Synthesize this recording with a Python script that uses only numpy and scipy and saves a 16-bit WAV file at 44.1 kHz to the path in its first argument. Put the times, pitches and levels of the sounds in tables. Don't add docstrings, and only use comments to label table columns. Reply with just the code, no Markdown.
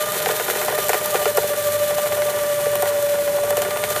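import sys
import numpy as np
from scipy import signal
from scipy.fft import rfft, irfft
from scipy.io import wavfile

SR = 44100
rng = np.random.default_rng(int(sys.argv[2]) if len(sys.argv) > 2 else 0)


def bounce(signal):
    frames = np.transpose(np.atleast_2d(signal))
    limited = np.clip(frames, -1, 1)
    pcm = np.round(limited * 32767).astype(np.int16)
    wavfile.write(sys.argv[1], SR, pcm)


N = 176400
T = np.arange(N) / SR


def from_db(db):
    return 10 ** (np.asarray(db) / 20)


def unit_rms(x):
    return x / np.sqrt(np.mean(x ** 2) + 1e-20)


def curves(rows):
    s, *columns = np.transpose(rows)
    return [np.interp(T, s, c) for c in columns]


def drift(rate_hz):
    hop, warmup = 40, 2000
    r = np.exp(-2 * np.pi * rate_hz * hop / SR)
    slow = signal.lfilter([1], [1, -2 * r, r * r], rng.standard_normal(N // hop + warmup + 2))[warmup:]
    return np.interp(np.arange(N) / hop, np.arange(len(slow)), unit_rms(slow))


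def noise(spectrum, envelope=1):
    hz, db = np.transpose(spectrum)
    bins_hz = np.maximum(np.arange(N // 2 + 1) * SR / N, 1)
    gain = from_db(np.interp(np.log(bins_hz), np.log(hz), db))
    return unit_rms(irfft(rfft(envelope * rng.standard_normal(N)) * gain, N))


def resonate(x, hz, width_hz):
    r = np.exp(-np.pi * width_hz / SR)
    feedback = [1, -2 * r * np.cos(2 * np.pi * hz / SR), r * r]
    return signal.lfilter(np.array([1, 0, -1]) * (1 - r * r) / 2, feedback, x + 1e-18)


def highpass(x, hz, order):
    return signal.sosfilt(signal.butter(order, hz, "high", fs=SR, output="sos"), x + 1e-18)


def clicks(per_s, spread_db):
    sizes = from_db(spread_db * np.minimum(rng.exponential(1, N), 5))
    return sizes * rng.choice([-1, 1], N) * (rng.random(N) < per_s / SR)


def strikes(s, db):
    out = np.zeros(N)
    np.add.at(out, np.clip((s * SR).astype(int), 0, N - 1), from_db(db))
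    return out


def decay(impulses, tau_s):
    return signal.lfilter([1], [1, -np.exp(-1 / (tau_s * SR))], impulses + 1e-18)


GEAR_TEETH, SAG_HZ = 45, 2.4
# t/s, f/Hz
MESH_RATE = [(0, 601), (.2, 606), (.4, 609), (.6, 605), (.85, 602), (1.0, 603.5), (1.15, 597), (1.3, 593),
             (1.5, 587.5), (1.7, 589.7), (2.2, 592.5), (2.5, 585.3), (2.8, 585), (3.05, 580.3),
             (3.4, 580.5), (3.6, 588), (3.8, 596), (4, 601.5)]

def gear_turns():
    mesh_hz, = curves(MESH_RATE)
    return np.cumsum(mesh_hz) / SR / GEAR_TEETH - .46


def mesh_phase(turns, sag_hz):
    angle = 2 * np.pi * turns
    return GEAR_TEETH * (angle - sag_hz / MESH_RATE[0][1] * np.sin(angle))


# t/s, fundamental/dB, overtones/dB, throb depth/1, flutter/1
GEAR_WHINE = [(0, -25.5, -27.5, 0.13, 0.42), (.45, -33.5, -36, 0.68, 0.7), (.8, -24, -27.5, 0.29, 0.5),
              (1.0, -29, -29.5, 0.02, 0.54), (1.3, -22.5, -31, 0.51, 0.2), (1.9, -21.5, -30.5, 0.39, 0.28),
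              (2.6, -21, -31, 0.15, .09), (3.2, -20.5, -40, 0.21, 0.12), (3.55, -20.5, -32.5, 0.18, 0.14),
              (3.72, -25.5, -31, 0.47, 0.08), (4, -28.5, -31.5, 0.45, 0)]
# order/1, relative level/dB, throb ratio/1, flutter/1
MESH_OVERTONES = [(2, -5, 1.27, .5), (3, -13, 2, .3), (5, -15, .29, .7), (12, -29, .3, .9),
                  (18, -22.5, .3, .8)]
WHINE_DIPS = [1.565, 1.64, 2.083, 2.32, 3.7]

def whine(turns, flutter_hz=23.8, dip_depth=.43, dip_width_s=.0077):
    level_db, overtones_db, throb, unsteady = curves(GEAR_WHINE)
    angle = 2 * np.pi * turns
    phase = mesh_phase(turns, SAG_HZ)
    load = np.cos(angle + .86) * (1 + .22 * drift(2.8)) - .072 * np.cos(2 * angle + .97)

    def partial(order, depth, flutter):
        swell = np.maximum(1 + depth * load, 0)
        tone = (swell + flutter * drift(flutter_hz)) * np.sin(order * phase)
        tone += flutter * drift(flutter_hz) * np.cos(order * phase)
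        return np.sqrt(2) * tone / np.sqrt(1 + 2 * flutter ** 2)

    overtones = sum(from_db(db) * partial(round(order), throb * ratio, flutter)
                    for order, db, ratio, flutter in MESH_OVERTONES)
    fundamental = from_db(level_db) * partial(1, throb, unsteady)
    dips = sum(np.exp(-.5 * ((T - s) / dip_width_s) ** 2) for s in WHINE_DIPS)
    return (1 - dip_depth * dips) * (fundamental + from_db(overtones_db) * overtones)


# t/s, lower level/dB, upper level/dB
WHISTLE_LEVELS = [(0, -44, -52), (.35, -40.5, -50), (.7, -46, -48), (1.8, -45.5, -45), (2.3, -47.5, -48),
                  (2.5, -46.5, -41.5), (2.9, -47, -42), (3.1, -48, -48), (3.5, -47.5, -45.5),
                  (3.7, -44.5, -41), (4, -41, -39)]

def whistle(turns, orders=(6, 15), roughness=.28):
    phase = mesh_phase(turns, .31 * SAG_HZ)
    out = np.zeros(N)
    for order, db in zip(orders, curves(WHISTLE_LEVELS)):
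        tone = (1 + roughness * drift(37)) * np.sin(order * phase)
        quadrature = 2 * roughness * drift(45) * np.cos(order * phase)
        out += from_db(db) * (tone + quadrature)
    return out


# f/Hz, width per stage/Hz, level/dB
DRONE_BANDS = [(62.6, 14, -59.5), (73, 7.3, -60), (100.8, 3, -48.5), (121.7, 9.8, -50.5), (147.4, 6, -50),
               (164, 12, -55.5), (190.4, 32, -49.5), (212, 7.7, -55.5), (249, 14, -60), (301.8, 7.3, -55.5)]
# f/Hz, relative level/dB
RUSH_SPECTRUM = [(20, -22), (45, -21), (100, 4.5), (280, 4), (420, 3.5), (1100, -3), (1800, 6), (2600, 2),
                 (3600, -9), (5000, -3.5), (9000, 2), (13000, -1), (16000, -7.5)]

def motor(rush_db=-35):
    drone = np.zeros(N)
    for hz, width_hz, db in DRONE_BANDS:
        band = resonate(rng.standard_normal(N), hz, width_hz)
        drone += from_db(db) * unit_rms(resonate(band, hz, width_hz))
    return drone + from_db(rush_db) * noise(RUSH_SPECTRUM)


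# f/Hz, width/Hz, relative level/dB
HOUSING_MODES = [(390.6, 105, 1), (460.6, 73, 2), (588, 38, 0.5), (743.6, 63.4, -1.5), (775.6, 76, 0),
                 (928, 29, -3), (1004, 39, -4.5), (1284, 110, -14.5), (1428, 83, -2), (1477, 71, -5),
                 (1733, 82, -5.5), (1752, 75, -11.5), (1894, 36, -6.5), (2070, 29, -26), (2344, 69, -18.5),
                 (3080, 17, -13), (3994, 21, -20)]

def housing(force):
    power = sum(from_db(db) ** 2 * np.pi * width_hz / SR for _, width_hz, db in HOUSING_MODES)
    ring = sum((-1) ** k * from_db(db) * resonate(force, hz, width_hz)
               for k, (hz, width_hz, db) in enumerate(HOUSING_MODES))
    return ring / np.sqrt(power)


# t/s, level/dB
RATTLE_LEVEL = [(0, -27), (.7, -27.5), (1.2, -28), (1.6, -31), (2.4, -29), (3.2, -29), (3.6, -29),
                (4, -28.5)]

def rattle(turns, rasp_width_turns=.041):
    level_db, = curves(RATTLE_LEVEL)
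    throb = curves(GEAR_WHINE)[2]
    offset_turns = (turns + .5) % 1 - .5
    binding = np.exp(-.5 * (offset_turns / rasp_width_turns) ** 2)
    rasp = from_db(-22.5 + drift(48)) * binding * throb / throb.mean()
    chatter = unit_rms(clicks(per_s=1500, spread_db=4.5))
    return housing(chatter * np.hypot(from_db(level_db), rasp))


# t/s, level/dB
CUTTING_LEVEL = [(0, -28), (.2, -28), (.9, -26), (1.3, -29), (1.9, -28), (2.3, -32), (2.7, -30), (3.4, -32),
                 (3.75, -34), (4, -26.5)]
# f/Hz, relative level/dB
CRACKLE_SPECTRUM = [(400, -44), (1500, 3.5), (2200, 0), (2450, .5), (2830, -4.5), (3050, .5), (3550, 1.5),
                    (3850, -3), (4000, 3), (4300, -1), (5100, -6), (6050, 0), (6250, -2), (7220, .5),
                    (8450, -2), (8750, .5), (11800, 0), (12450, 3.5), (13500, 2), (14500, -.5), (15300, -2)]

def crackle(grain_s=.0067, clump_db=1.97, clump_hz=31):
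    level_db, = curves(CUTTING_LEVEL)
    grain_power = decay(clicks(per_s=1400, spread_db=.5) ** 2, grain_s / 2)
    gain = from_db(level_db + clump_db * drift(clump_hz))
    return gain * noise(CRACKLE_SPECTRUM, np.sqrt(grain_power))


def bites(per_s, jitter, base_db, range_db, follow):
    gap, size = rng.random((400, 2)).T
    s = np.cumsum(1 + jitter * (2 * gap - 1)) / per_s
    level_db, = curves(CUTTING_LEVEL)
    db = base_db + range_db * (size - .5) + follow * np.interp(s, T, level_db - level_db.mean())
    return strikes(s[s < T[-1]], db[s < T[-1]])


def pops():
    spectrum = [(1500, -20), (4000, -5), (5200, -15), (8000, 0), (11500, 2), (12500, 21), (15300, -1)]
    onsets = bites(per_s=55, jitter=.9, base_db=-23.5, range_db=8, follow=1)
    return decay(onsets, tau_s=.00038) * noise(spectrum)


def ticks():
    spectrum = [(300, 30), (600, 2), (1600, 14), (2500, -14.5), (4000, -13.5), (5500, -26), (15000, 6)]
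    onsets = bites(per_s=26, jitter=.7, base_db=-33, range_db=9, follow=.54)
    return decay(onsets, tau_s=.002) * noise(spectrum)


# t/s, level/dB
STRAND_SNAPS = [(0.12, -15), (.3735, -25), (0.501, -19), (.649, -19), (0.801, -28), (0.8694, -27),
                (0.884, -15), (0.892, -11.5), (0.897, -19.5), (1.059, -14), (1.106, -22), (1.370, -14.5),
                (1.3736, -17), (1.425, -23), (1.6257, -21), (2.0172, -18.5), (2.614, -24), (2.7548, -16),
                (2.8228, -14), (3.026, -20.5), (3.436, -21), (3.505, -15), (3.5699, -14.5), (3.619, -14.5),
                (3.7717, -25.5), (3.902, -18.5), (3.961, -19)]

def snaps():
    spectrum = [(400, 2), (2000, 0), (5000, 0), (8500, 8.5), (11000, 2.5), (12600, 13.5), (16000, -1)]
    s, db = np.transpose(STRAND_SNAPS)
    return decay(strikes(s, db), tau_s=.0025) * noise(spectrum)


def radiate(x):
    return highpass(x, hz=372, order=10)


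def knocks(s, db, modes, rise_s, detune=.07, scatter_db=3):
    hz, t60, mode_db = np.transpose(modes)[:, :, None]
    t = np.arange(SR // 10) / SR
    out = np.zeros(N + SR)
    for start, level_db in zip((s * SR).astype(int), db):
        tuning, strength = rng.uniform(-.79, 1, (2, len(modes), 1))
        envelopes = from_db(level_db + mode_db + scatter_db * strength - 60 * t / t60)
        rings = envelopes * np.sin(2 * np.pi * hz * (1 + detune * tuning) * t)
        attack = 1 - np.exp(-t / rise_s)
        out[start:start + len(t)] += (rings[::2].sum(0) - rings[1::2].sum(0)) * attack
    return out[:N]


# t/s, grit/dB, crack/dB, thump/dB, thump delay/s
FOLDS = [(0.203, -22, -22, -33, 0.011), (0.26, -16, -13.5, -8.5, 0.0064), (0.289, -19, -12, -11, 0.0047),
         (0.309, -24, -23, -16.5, 0.006), (0.398, -16.5, -15, -14, 0.006), (0.479, -37, -38, -37, 0.0027),
         (0.5, -18.5, -19, -14.5, 0.008), (0.571, -21, -19.5, -28, 0.005), (0.615, -16, -20, -37, 0.0024),
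         (0.682, -15.5, -10, -16, 0.005), (0.724, -20.5, -14.5, -19, 0.0063),
         (0.779, -21, -14, -13.5, 0.0055), (0.894, -12.5, -11, -18, 0.0044),
         (0.932, -15.5, -11, -12, 0.0063), (0.944, -18, -13, -27, 0.0015), (1.012, -28, -22, -20, 0.0017),
         (1.144, -21, -11.5, -9, 0.0058), (1.157, -17, -19, -24, 0.0029), (1.215, -24, -18, -40, 0.0047),
         (1.256, -17, -8.5, -8, 0.005), (1.374, -18, -10, -9.5, 0.006), (1.433, -26, -20, -16.5, 0.0053),
         (1.494, -37, -23, -23, 0.0055), (1.907, -24.5, -17, -40, 0.0036),
         (1.983, -22.5, -14.5, -32, 0.0016), (2.059, -28, -20, -33, 0.0048), (2.122, -22, -22, -20, 0.0041),
         (2.17, -29, -17, -27, 0.0038), (2.22, -21, -25, -29, 0.008), (2.284, -23.5, -22, -23, 0.008),
         (2.306, -26, -22, -35, 0.003), (2.331, -35, -26, -42, 0.0034), (2.388, -21.5, -30, -49, 0.002),
         (2.436, -24, -25, -36, 0.007), (2.658, -21.5, -37, -12, 0.006), (2.754, -27, -16, -25, 0.0046),
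         (2.824, -24, -10, -15, 0.004), (2.856, -21, -16, -44, 0.006), (3.09, -25, -31, -44, 0.0055),
         (3.155, -26, -35, -40, 0.0055), (3.187, -29, -24, -28, 0.008), (3.277, -24, -24, -35, 0.006),
         (3.385, -38, -18, -32, 0.0019), (3.434, -29, -18.5, -29, 0.0045), (3.505, -23, -16, -20, 0.0062),
         (3.569, -14, -18, -12, 0.007), (3.619, -18, -17, -29, 0.007), (3.65, -24, -18, -37, 0.0054),
         (3.708, -21, -21, -37, 0.008), (3.772, -21, -21, -41, 0.003), (3.839, -15, -17, -39, 0.0036),
         (3.903, -26, -18.5, -25, 0.002), (3.963, -20, -17.5, -31, 0.0026)]
# f/Hz, relative level/dB
GRIT_SPECTRUM = [(200, -35), (500, -6), (800, 3), (1150, 2), (1450, 9.5), (1900, 10), (2500, 5), (3200, -3),
                 (5000, -6), (8000, -6), (15000, -9)]
# f/Hz, t60/s, relative level/dB
SLOT_MODES = [(720, 0.047, -1), (1056, 0.025, -6.5), (1434, 0.027, -12.5)]
# f/Hz, t60/s, relative level/dB
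PANEL_MODES = [(415, .036, -3), (485, .032, 0), (680, .014, -3), (780, .03, -11)]

def crunches(crush_s=.012, edge_s=.00078):
    s, grit_db, crack_db, thump_db, delay_s = np.transpose(FOLDS)
    onsets = strikes(s, grit_db)
    burst = from_db(-7) * decay(onsets, crush_s) + from_db(-1) * decay(onsets, edge_s)
    grit = burst * noise(GRIT_SPECTRUM)
    cracks = knocks(s, crack_db - 2.5, SLOT_MODES, rise_s=.00052)
    thumps = knocks(s + delay_s, thump_db + 2.5, PANEL_MODES, rise_s=.002)
    shaking = decay(strikes(s, crack_db - 5.5), crush_s) * rng.choice([-1, 1], N)
    return grit + highpass(cracks + thumps, hz=340, order=4) + radiate(housing(shaking))


def scene():
    turns = gear_turns()
    clatter = radiate(rattle(turns) + ticks() + crackle() + pops() + snaps()) + crunches()
    return (whine(turns) + whistle(turns) + motor() + clatter)[None]


def record(dry):
    return signal.sosfilt(signal.ellip(12, .1, 80, 15300, fs=SR, output="sos"), dry)


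dry = scene()
out = record(dry)
bounce(out)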